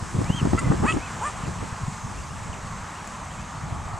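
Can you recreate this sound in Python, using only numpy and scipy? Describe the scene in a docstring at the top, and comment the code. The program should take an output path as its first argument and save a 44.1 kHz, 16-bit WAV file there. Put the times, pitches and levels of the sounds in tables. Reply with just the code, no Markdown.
"""At the water's edge a swan gives three short rising grunts: gliding harmonics filtered by its throat. Thin
after-notes near 2 kHz trail its first grunt, its cygnets peep faintly as gliding near-sinusoids, and small
clicks ring as struck resonances. Gusts buffet the microphones, hardest in the first second: low noise, swept
thumps and rattle. Behind lie distant traffic hum, a vehicle drawing nearer at the end, and rustling reeds:
shaped noise."""
import sys
import numpy as np
from scipy import signal
from scipy.io import wavfile
from scipy.ndimage import uniform_filter1d

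SR = 44100
rng = np.random.default_rng(int(sys.argv[2]) if len(sys.argv) > 2 else 0)


def output_pcm(signal):
    """Save a mono or channel-first signal as 16-bit PCM at the path in sys.argv[1].

    Samples are clipped to [-1, 1] before scaling.
    """
    pcm = np.clip(np.atleast_2d(signal).T, -1, 1) * 32767
    wavfile.write(sys.argv[1], SR, np.round(pcm).astype(np.int16))


N = 175959

# left-right correlation of the traffic and reed noise: (f/Hz, correlation)
AIR_CORRELATION = [(300, .85), (700, .86), (1400, .91), (3000, .93), (6500, .98), (8300, .97), (9600, .8),
                   (11000, .95), (11700, 1)]


def amp(db):
    """Decibel law: amplitude ratio of a level in dB."""
    return 10 ** (np.asarray(db) / 20)


def evened(x):
    """Normalisation to unit root-mean-square amplitude."""
    return x / np.sqrt(np.mean(x ** 2) + 1e-20)


def read(points, hz):
    """Spectral interpolation along a logarithmic frequency axis."""
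    f, value = np.transpose(points)
    return np.interp(np.log(hz + 1), np.log(f + 1), value)


def add(mix, s, sound):
    """Superposition of a sound on the mix from time s."""
    part = mix[..., max(round(s * SR), 0):][..., :sound.shape[-1]]
    part += sound[..., :part.shape[-1]]


def panned(x, db):
    """Interchannel level difference: left above right by db."""
    return x * amp([[db / 2], [-db / 2]])


def resonate(x, hz, width):
    """Resonance of gain 1: shift hz down to zero, low-pass with one pole, shift back."""
    turn = np.exp(2j * np.pi * hz * np.arange(len(x)) / SR)
    r = np.exp(-np.pi * width / SR)
    return 2 * (turn * signal.lfilter([1 - r], [1, -r], x / turn)).real


def drift(size):
    """Low-passed random fluctuation: noise smoothed three times over size samples."""
    x = rng.standard_normal(N)
    for _ in range(3):
        x = uniform_filter1d(x, size=size)
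    return evened(x)


def noise(shape, same, patchy_db, flicker_db, size=1024):
    """Spectral synthesis: correlated stereo noise with drifting patches and flicker shared by all pitches."""
    hop = size // 4
    frames, hz = N // hop + 5, np.fft.rfftfreq(size, 1 / SR)
    a, b, c, d, patches = rng.standard_normal((frames, len(hz), 5)).T
    patches = uniform_filter1d(patches, size=12, axis=0)
    patches = evened(uniform_filter1d(patches, size=14, axis=1))
    flicker = evened(uniform_filter1d(rng.standard_normal(frames), size=5))
    correlation = np.clip(read(same, hz), -1, 1)[:, None]
    left, independent = a + 1j * b, c + 1j * d
    right = correlation * left + np.sqrt(1 - correlation ** 2) * independent
    inside = (hz >= .8 * shape[0][0]) & (hz <= 1.2 * shape[-1][0])
    gain = amp(read(shape, hz)[:, None] + patchy_db * patches + flicker_db * flicker)
    z = np.array([left, right]) * gain * inside[:, None]
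    return evened(signal.istft(z, nperseg=size, noverlap=size - hop)[1][:, :N])


def level(curve):
    """Amplitude envelope interpolated linearly in decibels."""
    s, db = np.transpose(curve)
    return amp(np.interp(np.arange(N) / SR, s, db))


def columns(curve):
    """Sampled trajectories: start time, a fade at both ends, and every column at sample rate."""
    s, *cols = np.transpose(curve)
    t = np.arange(s[0], s[-1], 1 / SR)
    fade = np.clip(np.minimum(t - s[0], s[-1] - t) / 0.0036, 0, 1)
    return s[0], fade, [np.interp(t, s, c) for c in cols]


def swan():
    """Source-filter principle: an unsteady harmonic voice glides up and holds, weighted by the throat."""
    # grunts: (start t/s, length t/s, first f/Hz, held f/Hz, glide t/s, level/dB before swell,
    # brightness/dB per overtone once the pitch is held)
    grunts = [(0.576, 0.029, 667, 679, 0.017, -24.5, 2.5), (0.837, 0.088, 384, 645.6, 0.057, -26.5, .5),
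              (1.21, 0.087, 403, 602, 0.061, -28, -4.5)]
    # throat transmission: (f/Hz, level/dB)
    throat = [(1300, 2.5), (1950, -2.5), (2380, -9), (2570, 3.5), (2720, -15.5), (3230, -15.5), (3400, -50),
              (4500, -22.5), (5500, -39.5), (7200, -26.5), (9500, -41.5)]
    attack_s, release_s = 0.0026, 0.018
    swell_db, fundamental_db = 4, -25
    dull_db = 5  # per overtone, while the pitch is still low
    jitter, roughness, rasp_share = .006, .21, .16  # pitch waver, level waver, fast breathy waver
    out = np.zeros(N)
    for start, length, first_hz, held_hz, glide, db, bright_db in grunts:
        t = np.arange(0, length, 1 / SR)
        rise = np.sin(np.pi / 2 * np.minimum(t / glide, 1)) ** 1.5
        hz = first_hz + (held_hz - first_hz) * rise
        edges = np.clip(np.minimum(t / attack_s, (length - t) / release_s), 0, 1)
        envelope = edges * amp(db + swell_db * (rise - 1.5))
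        pitch_waver, level_waver = np.array([drift(size=55), drift(size=55)])[:, :len(hz)]
        rasp = drift(size=12)[:len(hz)]
        turns = np.cumsum(hz * (1 + jitter * pitch_waver)) / SR
        tilt_db = bright_db + dull_db * (rise ** 2 - 1)
        voice = np.zeros(len(t))
        for k in range(1, 15):
            harmonic_db = read(throat, k * hz) + tilt_db * (k - 2) + fundamental_db * (k == 1)
            voice += amp(harmonic_db) * np.cos(2 * np.pi * k * turns + k ** 2)
        unsteady = 1 + roughness * level_waver + rasp_share * rasp
        add(out, start, np.sqrt(2) * envelope * voice * unsteady)
    return out


def nostrils():
    """Turbulence noise filtered by resonances: a nasal hiss with the later two grunts."""
    # hisses: (centre t/s, length t/s, level/dB)
    snorts = [(0.902, 0.17, -38.5), (1.26, .14, -39.5)]
    # resonances, each applied three times: (f/Hz, width of one pass/Hz, relative level/dB)
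    bands = [(7430, 1850, 1), (8200, 1200, 0), (2710, 1200, -3)]
    out = np.zeros(N)
    for centre, length, db in snorts:
        breath = rng.standard_normal(SR // 4)
        hiss = np.zeros(len(breath))
        for hz, width, band_db in bands:
            filtered = breath
            for _ in range(3):
                filtered = resonate(filtered, hz, width)
            hiss += amp(band_db) * filtered
        size = round(length * SR)
        add(out, centre - length / 2, amp(db) * evened(hiss)[:size] * np.hanning(size))
    return out


def cygnets():
    """Frequency modulation of near-pure tones: arched whistles with an octave, soft bending peeps, and thin
    after-notes that trail the swan's first grunt."""
    # two clear whistles, each a trajectory: (t/s, f/Hz, level/dB)
    whistles = [
        [(.225, 2080, -54), (.276, 2383, -45), (.292, 2725, -43), (.344, 3169, -39), (.372, 3235, -38),
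         (.398, 3040, -36), (.408, 2721, -41), (.421, 2300, -52)],
        [(.985, 2100, -52), (1.0, 2240, -50), (1.034, 2584, -43), (1.05, 2625, -44), (1.066, 2510, -44),
         (1.1, 2030, -52)],
    ]
    # peeps and chirps; the first three rows are thin after-notes trailing the swan's first grunt: (start t/s,
    # length t/s, first f/Hz, middle f/Hz, last f/Hz, level/dB at mid-length)
    peeps = [(.599, .011, 1990, 2000, 2020, -37), (.642, .016, 2020, 2040, 2000, -39),
             (.665, .03, 2000, 2010, 2000, -42), (.385, .016, 2850, 2650, 2400, -46),
             (1.435, .025, 3400, 2950, 2400, -48), (2.13, .085, 2100, 2600, 2950, -54),
             (2.14, .025, 4400, 4330, 4250, -58), (2.18, .02, 2800, 2650, 2350, -53),
             (2.225, .02, 4750, 4730, 4700, -55), (2.425, .016, 2800, 2600, 2400, -51),
             (2.29, .035, 2650, 2800, 3000, -54), (2.348, .024, 3350, 2850, 2300, -50),
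             (2.526, .018, 3250, 2800, 2350, -44.5), (2.875, .025, 3700, 3850, 3950, -57),
             (2.935, .04, 2350, 2700, 3050, -53), (2.985, .02, 2950, 2700, 2300, -51),
             (3.05, .04, 2100, 2450, 2600, -53), (3.135, .024, 3600, 2950, 2300, -52),
             (3.28, .05, 2350, 2900, 3500, -54), (3.332, .02, 3100, 2750, 2250, -51),
             (3.375, .065, 2300, 2600, 2700, -54), (3.562, .04, 4650, 4380, 4350, -58)]
    octave_db, octave_db_per_khz = -10, 25  # octave level at 3235 Hz, and its gain with pitch
    grow_db = 3  # a falling chirp goes from this far below its level to this far above, within the swell
    flutter = .27  # share by which the level wavers
    out = np.zeros(N)
    for curve in whistles:
        start, fade, (hz, db) = columns(curve)
        phase = 2 * np.pi * np.cumsum(uniform_filter1d(hz, size=500)) / SR
        octave = amp(octave_db + octave_db_per_khz * (hz - 3235) / 1000) * np.sin(2 * phase)
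        add(out, start, np.sqrt(2) * amp(db) * fade * (np.sin(phase) + octave))
    for start, length, first_hz, mid_hz, last_hz, db in peeps:
        u = np.linspace(-1, 1, round(length * SR))
        bend_hz = (first_hz + last_hz) / 2 - mid_hz
        hz = mid_hz + (last_hz - first_hz) / 2 * u + bend_hz * u ** 2
        swell = np.sqrt(1 - u ** 4) * amp(grow_db * u * (last_hz < first_hz))
        tone = np.sin(2 * np.pi * np.cumsum(hz) / SR)
        add(out, start, np.sqrt(2) * amp(db) * swell * tone)
    return out * (1 + flutter * drift(size=90))


def clicks():
    """Impulse excitation: a brief noise burst rings through two equal resonances in series."""
    # clicks and cracks: (t/s, peak level/dB, ring f/Hz, width of one resonance/Hz)
    cracks = [(0.243, -30.5, 4940, 3000), (0.456, -25, 1000, 500), (.534, -23, 900, 1490),
              (.721, -22, 1140, 500), (0.923, -22, 2710, 280), (1.296, -25.5, 1050, 400),
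              (1.476, -33.5, 4470, 2500), (3.074, -32, 6900, 3000)]
    out, t = np.zeros(N), np.arange(900) / SR
    for s, db, hz, width in cracks:
        burst = rng.standard_normal(len(t)) * t * np.exp(-t / 0.00096)
        ring = resonate(resonate(burst, hz, width), hz, width)
        add(out, s, amp(db) * ring / abs(ring).max())
    return out


def wind():
    """Turbulent pressure on two capsules: a lumpy low rumble, swept thumps and weakly correlated rattle."""
    # buffets: (centre t/s, nominal level/dB, nominal length t/s, thump f/Hz at its centre,
    # rattle relative to thump/dB before the common lift)
    buffets = [(0.027, -23.5, 0.03, 99, -20), (0.152, -18.5, 0.017, 115, -26), (0.19, -19, 0.057, 120, -17),
               (0.218, -28.5, 0.0067, 198, 2.5), (0.304, -11.5, 0.0092, 148, -15.5),
               (0.346, -22.5, 0.014, 137, -17), (0.4175, -20, 0.0044, 172, -11),
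               (0.431, -12.5, 0.021, 131, -18.5), (0.458, -19.5, 0.01, 136, -3.5),
               (0.474, -19.5, 0.0084, 242, -8), (0.535, -16.5, 0.0044, 202, -6.5),
               (0.547, -14.5, 0.022, 113, -15.5), (0.633, -28.5, 0.027, 152, -6.5),
               (0.673, -21, 0.021, 126, -38), (0.705, -9.5, 0.018, 138, -24.5),
               (0.721, -20.5, 0.011, 199, 1), (0.743, -25.5, 0.022, 174, -2),
               (0.804, -19.5, 0.0041, 160, -15), (0.827, -20, 0.02, 150, -20),
               (0.848, -16, 0.03, 211, -9.5), (0.931, -27.5, 0.037, 140, -3),
               (0.974, -25.5, 0.016, 175, -2.5), (1.439, -22, 0.01, 145, -30),
               (1.483, -23.5, 0.052, 140, -19), (1.628, -31, 0.048, 132, -8.5),
               (1.729, -24.5, 0.032, 93.5, -42.5), (1.837, -21.5, 0.069, 106, -35),
               (1.884, -20.5, 0.03, 141, -31), (2.052, -29, 0.063, 141, -36), (2.5, -26, 0.068, 99, -44),
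               (3.639, -25.5, 0.064, 120, -24), (3.727, -23.5, 0.03, 124, -19.5),
               (3.944, -30, 0.084, 104, -37)]
    # rattle spectrum: (f/Hz, level/dB)
    rattle_shape = [(120, -11.5), (280, 5.5), (500, -8.5), (900, -12), (1500, -20.5), (2500, -47)]
    # left-right correlation of the rattle: (f/Hz, correlation)
    rattle_correlation = [(100, .6), (300, 0), (700, -.2)]
    # steady wind level: (t/s, level/dB before panning)
    wind_level = [(0, -30.5), (.12, -39.5), (.16, -27), (.6, -28), (.95, -26), (1.05, -45), (1.3, -46.5),
                  (1.45, -34), (1.65, -34.5), (1.78, -46), (2.2, -39.5), (2.6, -39.5), (2.75, -62),
                  (3.4, -63), (3.65, -35), (3.99, -48)]
    # steady wind spectrum: (f/Hz, level/dB)
    wind_shape = [(20, -22), (40, -2), (100, 3), (170, -3.5), (280, -12), (500, -20), (1000, -37)]
    # left-right correlation of the steady wind: (f/Hz, correlation)
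    wind_correlation = [(40, .96), (100, .68), (200, .45), (400, .1)]
    thump_split = .3  # radians, spread of the opposite phase shifts left and right
    rattle_stretch, rattle_lift_db = 1.11, 4.5
    crackle_db = 2.5  # spread of the rattle's fast bursts
    out = level(wind_level) * noise(wind_shape, wind_correlation, patchy_db=1.0, flicker_db=3.5, size=2048)
    rattle = noise(rattle_shape, rattle_correlation, patchy_db=1.5, flicker_db=1.5, size=512)
    rattle = evened(rattle * amp(crackle_db * drift(size=100)))
    t = np.arange(N) / SR
    gate = np.zeros(N)
    u = np.arange(-3000, 3000) / SR  # time about the centre of a buffet
    for centre, db, length, hz, rattle_db in buffets:
        bell = np.exp(-(u / 0.0029) ** 2) + .5 * np.exp(-(u / (0.44 * length)) ** 2)
        lag = thump_split * rng.standard_normal()
        sweep = 1 + 1.2 * u / 0.077 * rng.uniform(-1.1, 1)
        push = np.cos(2 * np.pi * hz * u * sweep + np.array([[lag], [-lag]]))
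        thump = amp(db) * bell * push
        cut = max(round(3000 - centre * SR), 0)  # samples that would fall before time zero
        add(out, max(centre - 3000 / SR, 0), thump[:, cut:])
        rattle_bell = np.exp(-((t - centre) / (rattle_stretch * 0.57 * length)) ** 2)
        gate += amp(db + rattle_db + rattle_lift_db) * rattle_bell
    return panned(out + gate * rattle, db=0.7)


def traffic():
    """Incoherent summation of distant sources: hum, low rumble and a vehicle that draws nearer."""
    # hum spectrum: (f/Hz, level/dB)
    hum_shape = [(260, -10.5), (400, -11.5), (600, -9), (1100, -1.5), (1430, -6.5), (1900, -10.5),
                 (2500, -16), (3300, -20.5), (5000, -27.5), (6500, -50)]
    # hum level: (t/s, level/dB)
    hum_level = [(0, -39.5), (.6, -36.5), (1.2, -36.5), (1.5, -38.5), (2.3, -41), (2.9, -38.5), (3.4, -40),
                 (3.99, -41.5)]
    # rumble spectrum: (f/Hz, level/dB)
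    rumble_shape = [(12, -48), (20, -11), (91, 2.5), (128, -6), (161, 0.5), (300, -19), (390, -44),
                    (660, -120)]
    # left-right correlation of the rumble: (f/Hz, correlation)
    rumble_correlation = [(30, .99), (300, .92)]
    # spectrum of the nearing vehicle: (f/Hz, level/dB)
    passing_shape = [(450, -29), (650, -7.5), (850, -2), (1050, -4)]
    # level of the nearing vehicle: (t/s, level/dB)
    passing_level = [(2.9, -46.5), (3.5, -43), (3.99, -37.5)]
    hum = level(hum_level) * noise(hum_shape, AIR_CORRELATION, patchy_db=0.97, flicker_db=0.4)
    rumble = noise(rumble_shape, rumble_correlation, patchy_db=1.94, flicker_db=2.0, size=2048)
    vehicle = level(passing_level) * noise(passing_shape, AIR_CORRELATION, patchy_db=1.7, flicker_db=0.5)
    return hum + amp(-38.5) * rumble + vehicle


def reeds():
    """Broadband noise of rustling reeds, shaped in spectrum and level."""
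    # rustle spectrum: (f/Hz, level/dB)
    rustle_shape = [(2060, -4), (3500, -7), (4740, -5), (5120, -3.5), (6330, 1), (7820, 2), (10900, -17),
                    (11700, -21.5), (14800, -33.5)]
    # rustle level: (t/s, level/dB)
    rustle_level = [(0, -44.5), (.5, -43), (1.2, -45), (2, -46), (3, -47.5), (3.99, -49.5)]
    return level(rustle_level) * noise(rustle_shape, AIR_CORRELATION, patchy_db=1.36, flicker_db=0.5)


def scene():
    """Linear superposition of all sources; the one-channel ones sit in the centre."""
    return swan() + nostrils() + cygnets() + clicks() + wind() + traffic() + reeds()


def record(dry):
    """Band limitation: a linear-phase low-pass at 15050 Hz, its delay removed."""
    lowpass = signal.firwin(511, 15050, window=("kaiser", 9), fs=SR)
    return signal.oaconvolve(dry, lowpass[None], "same")


dry = scene()
out = record(dry)
output_pcm(out)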